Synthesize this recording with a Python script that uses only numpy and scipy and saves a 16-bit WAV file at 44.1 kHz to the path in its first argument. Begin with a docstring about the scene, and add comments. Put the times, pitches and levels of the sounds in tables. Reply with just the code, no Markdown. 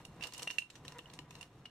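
"""Paintbrushes in a glass jar

A hand sorts through brushes standing in a jar, in a small quiet room with a faint hiss.
Handles scrape and tick on each other in bursts of tiny slips; their ends drag, thud and
briefly judder on the bottom, ringing the jar's low modes. Knocks on the glass give short
clinks, damped by the leaning brushes. The moving hand adds a soft low rumble."""
import sys
import numpy as np
from scipy import signal
from scipy.fft import rfft, irfft, next_fast_len
from scipy.io import wavfile

SR = 44100
rng = np.random.default_rng(int(sys.argv[2]) if len(sys.argv) > 2 else 0)


def pcm_store(signal):
    """Save signal as 16-bit PCM."""
    levels = np.round(np.clip(np.atleast_2d(signal), -1, 1) * 32767)
    wavfile.write(sys.argv[1], SR, levels.astype(np.int16).T)


N = 74970
EVENT_SAMPLES, ATTACK_S = 8192, 0.00086
SLIP_LIKENESS = 0.25  # left-right correlation
CONTACT_PEAK_DB, CONTACT_WIDTH_HZ = 10, 57

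# low modes of the loaded jar on the table: f/Hz, level/dB, t60/s
JAR_MODES = [(312.4, -10, 0.065), (398, -19.5, 0.2), (486.4, -6, 0.057), (723, 5, 0.0091),
             (995.4, -2, 0.044), (1159, -2, 0.018), (1840, 9.5, 0.0038), (1817, -7, 0.04)]
# spectrum of wood and ferrules touching: f/Hz, level/dB
CONTACT_SPECTRUM = [(700, -16.5), (1800, -1), (2850, 7), (3400, 5.5), (4100, 2.5), (6000, 3), (8500, -2.5),
                    (10500, -8), (13000, -12.5), (16000, -23)]
# resonances in each tick and scrape, the jar's glass ring (2750 Hz), then handles and ferrules: f/Hz
CONTACT_MODES_HZ = [2750, 3730, 4205, 5580, 6630, 7690, 8420, 9640, 11340, 12500]


def from_db(db):
    """Decibels to gain."""
    return 10 ** (np.asarray(db) / 20)


def rms_one(x):
    """Scale to rms 1."""
    return x / np.sqrt(np.mean(x ** 2) + 1e-30)


def pan(left_minus_right_db):
    """Constant-power stereo gains."""
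    return rms_one(from_db([[left_minus_right_db / 2], [-left_minus_right_db / 2]]))


def pair(draw, likeness):
    """Two correlated channels from two independent signals."""
    return np.sqrt(1 + likeness) * draw[0] + np.sqrt(1 - likeness) * draw[1] * np.array([[1], [-1]])


def colour(x, spectrum, extra_db=lambda hz: 0):
    """Minimum-phase filter through (f/Hz, level/dB) points."""
    size = 2 * next_fast_len(x.shape[-1])
    hz = np.maximum(np.arange(size // 2 + 1) * SR / size, 1)
    points_hz, points_db = np.transpose(spectrum)
    gain_db = np.interp(np.log(hz), np.log(points_hz), points_db) + extra_db(hz)
    cepstrum = irfft(np.log(from_db(gain_db)))
    cepstrum[1:size // 2] *= 2
    cepstrum[size // 2 + 1:] = 0
    return irfft(rfft(x, size) * np.exp(rfft(cepstrum)))[..., :x.shape[-1]]


def resonances_db(hz, peaks):
    """Lift from resonance peaks (f/Hz, height/dB, half-width/Hz)."""
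    return sum(db / (1 + ((hz - centre_hz) / width_hz) ** 2) for centre_hz, db, width_hz in peaks)


def ring(force, hz, t60_s):
    """One driven, damped mode."""
    r, w = np.exp(-np.log(1000) / (t60_s * SR)), 2 * np.pi * hz / SR
    return signal.lfilter([0, np.sin(w)], [1, -2 * r * np.cos(w), r * r], force + 1e-18)


def add(out, start_s, sound):
    """Mix a sound in at start_s."""
    i = int(start_s * SR)
    out[:, i:i + sound.shape[1]] += sound[:, :max(N - i, 0)]


def hand_motion():
    """Per-sample scrape, drag and rumble gains as the hand moves."""
    # t/s, scrape/dB, drag/dB, rumble/dB
    motion = [(0, -65.5, -53, -56.5), (.04, -72, -74, -57), (0.198, -70, -61, -54.5),
              (0.241, -50, -54.5, -57), (0.28, -62, -56.5, -66), (0.317, -64, -76, -62.5),
              (0.349, -56, -59, -62), (.43, -60, -57.5, -60.5), (.465, -66.5, -60, -62),
              (0.518, -54, -66, -66.5), (0.571, -65, -63, -65), (.68, -78, -82, -70),
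              (.75, -68, -68.5, -60.5), (0.829, -73, -69.5, -56.5), (.89, -63.5, -60.5, -56.5),
              (.99, -70.5, -69.5, -62), (1.15, -68.5, -65.5, -56.5), (1.27, -77.5, -70.5, -60.5),
              (1.34, -65.5, -66.5, -57.5), (1.428, -65.5, -62, -59), (1.49, -77, -77.5, -62.5),
              (1.589, -73.5, -73, -56.5), (1.7, -77.5, -75, -64.5)]
    times_s, *levels_db = np.transpose(motion)
    return [from_db(np.interp(np.arange(N) / SR, times_s, db)) for db in levels_db]


def friction(slips_per_s=1500, size_scale_db=3):
    """Two streams of dense slips of uneven size."""
    sizes = from_db(size_scale_db * np.minimum(rng.exponential(1, (2, N)), 4))
    signs = rng.choice([-1, 1], (2, N))
    return sizes * signs * (rng.random((2, N)) < slips_per_s / SR)


def scrape(gain):
    """Handles rub each other with a gritty sizzle and ring the rim when pressed hard."""
    slips = pair(friction(), SLIP_LIKENESS)
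    peaks = [(hz, CONTACT_PEAK_DB, CONTACT_WIDTH_HZ) for hz in CONTACT_MODES_HZ]
    rub = rms_one(colour(slips, CONTACT_SPECTRUM, lambda hz: resonances_db(hz, peaks)))
    highpass = signal.butter(2, 10400, "high", fs=SR, output="sos")
    sharp_slips = colour(slips * np.abs(slips), CONTACT_SPECTRUM)
    grit = from_db(-12) * rms_one(signal.sosfilt(highpass, sharp_slips))
    rim = from_db(5.5) * pan(-50) * rms_one(ring(slips, hz=2926, t60_s=0.04))
    return gain * (rub + grit + rim * gain / gain.max())


def jar_body(force):
    """The jar's low modes, driven with alternating sign."""
    return sum((-1) ** k * from_db(db) * ring(force, hz, t60_s)
               for k, (hz, db, t60_s) in enumerate(JAR_MODES))


def drag(gain):
    """Handle ends slide on the bottom and drive the jar's low modes."""
    return gain * rms_one(jar_body(pair(friction(), likeness=0.93)))


def hand_rumble(gain):
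    """Low handling noise, alike in both channels."""
    # f/Hz, level/dB
    spectrum = [(35, -17.5), (54, -10.5), (100, -9), (140, -1), (200, -11.5), (300, -12), (600, -21),
                (1200, -22), (3000, -76.5)]
    return gain * rms_one(colour(pair(rng.standard_normal((2, N)), likeness=1), spectrum))


def hiss(level_db=-72):
    """Still air and microphone noise."""
    spectrum = [(150, -11.5), (1500, -4), (4000, -13.5), (16000, -72)]  # f/Hz, level/dB
    noise = pair(rng.standard_normal((2, N)), likeness=0.53)
    return from_db(level_db) * rms_one(colour(noise, spectrum))


def struck(modes, lag_spread_s=20e-6):
    """Decaying modes (f/Hz, level/dB, t60/s), each with a tiny random lag per channel."""
    lags_s = lag_spread_s * rng.standard_normal((len(modes), 2, 1))
    ages_s = np.maximum(np.arange(EVENT_SAMPLES) / SR - lags_s, 0)
    out = np.zeros((2, EVENT_SAMPLES))
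    for (hz, db, t60_s), t in zip(modes, ages_s):
        envelope = np.minimum(t / ATTACK_S, 1) * np.exp(-np.log(1000) * t / t60_s)
        out += from_db(db) * envelope * np.sin(2 * np.pi * hz * t)
    return out


def at_level(x, db, span_s=0.002):
    """Give a short sound the energy of db held for span_s."""
    return from_db(db) * rms_one(x) * np.sqrt(span_s * SR / x.shape[-1])


def tick(decay_s, db, tilt_db, handle_hz, slip_spread_db=8, pivot_hz=5500):
    """A dying burst of tiny slips rings one handle and, by random amounts, the glass and other brushes."""
    t = np.arange(EVENT_SAMPLES) / SR
    slips = rng.standard_normal((2, len(t))) * from_db(slip_spread_db * rng.standard_normal(len(t)))
    force = pair(slips, SLIP_LIKENESS) * np.minimum(t / ATTACK_S, 1) * np.exp(-t / decay_s)
    peaks = [(handle_hz, 11, 187)]  # f/Hz, height/dB, half-width/Hz
    for hz in CONTACT_MODES_HZ:
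        treble_lift = (hz / pivot_hz) ** 0.21  # the high metal modes stand out most
        peaks.append((hz, CONTACT_PEAK_DB * rng.uniform(0.24, 1) * treble_lift, CONTACT_WIDTH_HZ))

    def tint_db(hz):
        return resonances_db(hz, peaks) + tilt_db / 2 * np.tanh(2 * np.log2(hz / pivot_hz))
    return at_level(colour(force, CONTACT_SPECTRUM, tint_db), db - 0.5)


def knock(db, max_t60_s=np.inf, spread_db=3):
    """The jar thuds with new mode strengths at each blow; a short max_t60_s leaves a dry clack."""
    modes = [(hz, mode_db + spread_db * rng.standard_normal(), min(t60_s, max_t60_s))
             for hz, mode_db, t60_s in JAR_MODES]
    return at_level(rng.choice([-1, 1]) * struck(modes), db - 3.5)


def clinks(ferrule_hz=9310):
    """Handles hit the glass; it rings briefly, damped by the brushes leaning on it."""
    # t/s, ring/dB, f/Hz, t60/s, ring pan L-R/dB, tick/dB, knock/dB, tick treble tilt/dB
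    hits = [(0.0503, -50, 2812, 0.022, -24, -45, -58, 5), (0.209, -50.5, 2680, 0.038, -7, -46.5, -49, -12),
            (0.224, -38.5, 2750, 0.029, -22, -65, -67, -16), (0.2421, -43, 2774, 0.051, -15, -73, -45, 4),
            (0.4737, -38.5, 2785, 0.074, -1, -38.5, -36.5, -11),
            (0.5021, -39, 2774, 0.045, -13, -40.5, -41.5, -14),
            (0.5837, -27.5, 2732, 0.043, -10, -35, -40.5, 3), (0.6206, -43, 2750, 0.042, -5, -75, -55, 18),
            (1.058, -52, 2935, 0.021, -7, -72, -75, -5), (1.4100, -48, 2760, 0.046, -14, -46.5, -77, 6),
            (1.4281, -47, 2863, 0.017, -11, -46.5, -63, -5.5),
            (1.6550, -46.5, 2880, 0.031, 0.5, -46.5, -48, -15)]
    # f ratio, relative level/dB, t60 ratio
    glass_modes = [(1, 8, 1), (.995, -16, 3.2), (.88, -4.5, .5), (.76, -2, .22), (1.5, -11, .6),
                   (2.045, -24, 1.6), (2.43, -47, 2), (3.15, -16.5, 1.1), (4.7, -32, .6)]
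    out = np.zeros((2, N))
    for start_s, ring_db, hz, t60_s, pan_db, tick_db, knock_db, tilt_db in hits:
        glass = struck([(hz * f_ratio, ring_db + db, t60_s * t60_ratio)
                        for f_ratio, db, t60_ratio in glass_modes])
        contact = tick(decay_s=0.0042, db=tick_db, tilt_db=tilt_db, handle_hz=ferrule_hz)
        clack = knock(knock_db, max_t60_s=0.0064)  # a rim blow hardly rings the low modes
        add(out, start_s, glass * pan(pan_db) + contact + clack)
    return out


def taps():
    """Handles slip, tick on each other and jolt the jar."""
    # t/s, decay/s, tick/dB, knock/dB, handle resonance/Hz, tick treble tilt/dB
    contacts = [(0.2277, 0.0028, -41.5, -46.5, 4900, -1), (0.236, 0.0095, -34.5, -69, 4700, -6),
                (0.27, 0.0046, -40.5, -49, 2820, 6.5), (0.3228, 0.0011, -48, -50.5, 4320, 1),
                (0.3356, 0.0049, -41, -80, 4970, 9), (.346, 0.0026, -45, -83, 7200, -1),
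                (0.3781, 0.0042, -41, -71, 9270, 11), (.393, 0.0049, -39, -46, 2980, 1),
                (0.4203, 0.0081, -37, -39.5, 2890, 7), (0.43, 0.0022, -36, -50, 4190, 5),
                (0.5085, 0.0034, -39, -43, 5740, 3), (0.7009, 0.0062, -45.5, -53.5, 7300, -2),
                (0.754, 0.011, -47, -51.5, 6070, -4), (0.8503, 0.008, -47.5, -43.5, 3100, 0),
                (0.88, 0.0037, -39, -55, 4060, -5.5), (0.9215, 0.0015, -49, -45.5, 6160, -4),
                (0.984, 0.006, -47.5, -46, 3630, 9), (0.9891, 0.0054, -40.5, -41.5, 2890, -50),
                (1.099, 0.0024, -50.5, -54, 4320, -13), (1.1339, 0.013, -46, -50, 8840, 2),
                (1.1896, 0.0013, -40, -40, 2890, -6.5), (1.3072, 0.0035, -46.5, -48, 2600, 0.5),
                (1.3526, 0.003, -46, -49, 3930, -5)]
    out = np.zeros((2, N))
    for start_s, decay_s, tick_db, knock_db, handle_hz, tilt_db in contacts:
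        add(out, start_s, tick(decay_s, tick_db, tilt_db, handle_hz) + knock(knock_db))
    return out


def judder(start_s=0.94, length_s=0.05, rate_hz=479.4, jitter=0.806, level_db=-52.5):
    """A pushed handle sticks and slips on the bottom at a nearly even rate; the jar hums briefly."""
    t = np.arange(N) / SR
    cycles = np.cumsum(rate_hz / SR * (1 + jitter * rng.standard_normal(N)))
    slips = np.diff(np.floor(np.maximum.accumulate(cycles)), prepend=0)  # one impulse per cycle
    push = np.sin(np.pi * np.clip((t - start_s) / length_s, 0, 1))
    return from_db(level_db) * jar_body(slips * push) / np.std(jar_body(slips))


def from_the_left(x, lag_s=22e-6):
    """The sound reaches the right channel slightly later."""
    hz = np.arange(N + 1) * SR / (2 * N)
    right = irfft(rfft(x[1], 2 * N) * np.exp(-2j * np.pi * hz * lag_s))[:N]
    return np.array([x[0], right])


def room(x, t60_s=0.18, delay_s=0.0042, level_db=-8.5):
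    """Short diffuse reverberation, different on each side."""
    # f/Hz, level/dB
    spectrum = [(300, -23), (2800, -2.5), (5000, -1), (16000, 2)]
    t = np.arange(2 * EVENT_SAMPLES) / SR
    envelope = (t > delay_s) * np.exp(-np.log(1000) * t / t60_s)
    tail = rms_one(colour(rng.standard_normal((2, len(t))) * envelope, spectrum)) / np.sqrt(len(t))
    return from_db(level_db) * signal.fftconvolve(x, tail, axes=1)[:, :N]


def scene():
    """Brushes and jar in the room, over hiss and hand rumble."""
    scrape_gain, drag_gain, rumble_gain = hand_motion()
    jar = from_the_left(clinks() + taps() + scrape(scrape_gain) + drag(drag_gain) + judder())
    return jar + hiss() + room(jar) + hand_rumble(rumble_gain)


def record(dry):
    """Steep low-pass at 15850 Hz."""
    return signal.sosfilt(signal.ellip(12, 0.1, 80, 15850, fs=SR, output="sos"), dry)


dry = scene()
out = record(dry)
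pcm_store(out)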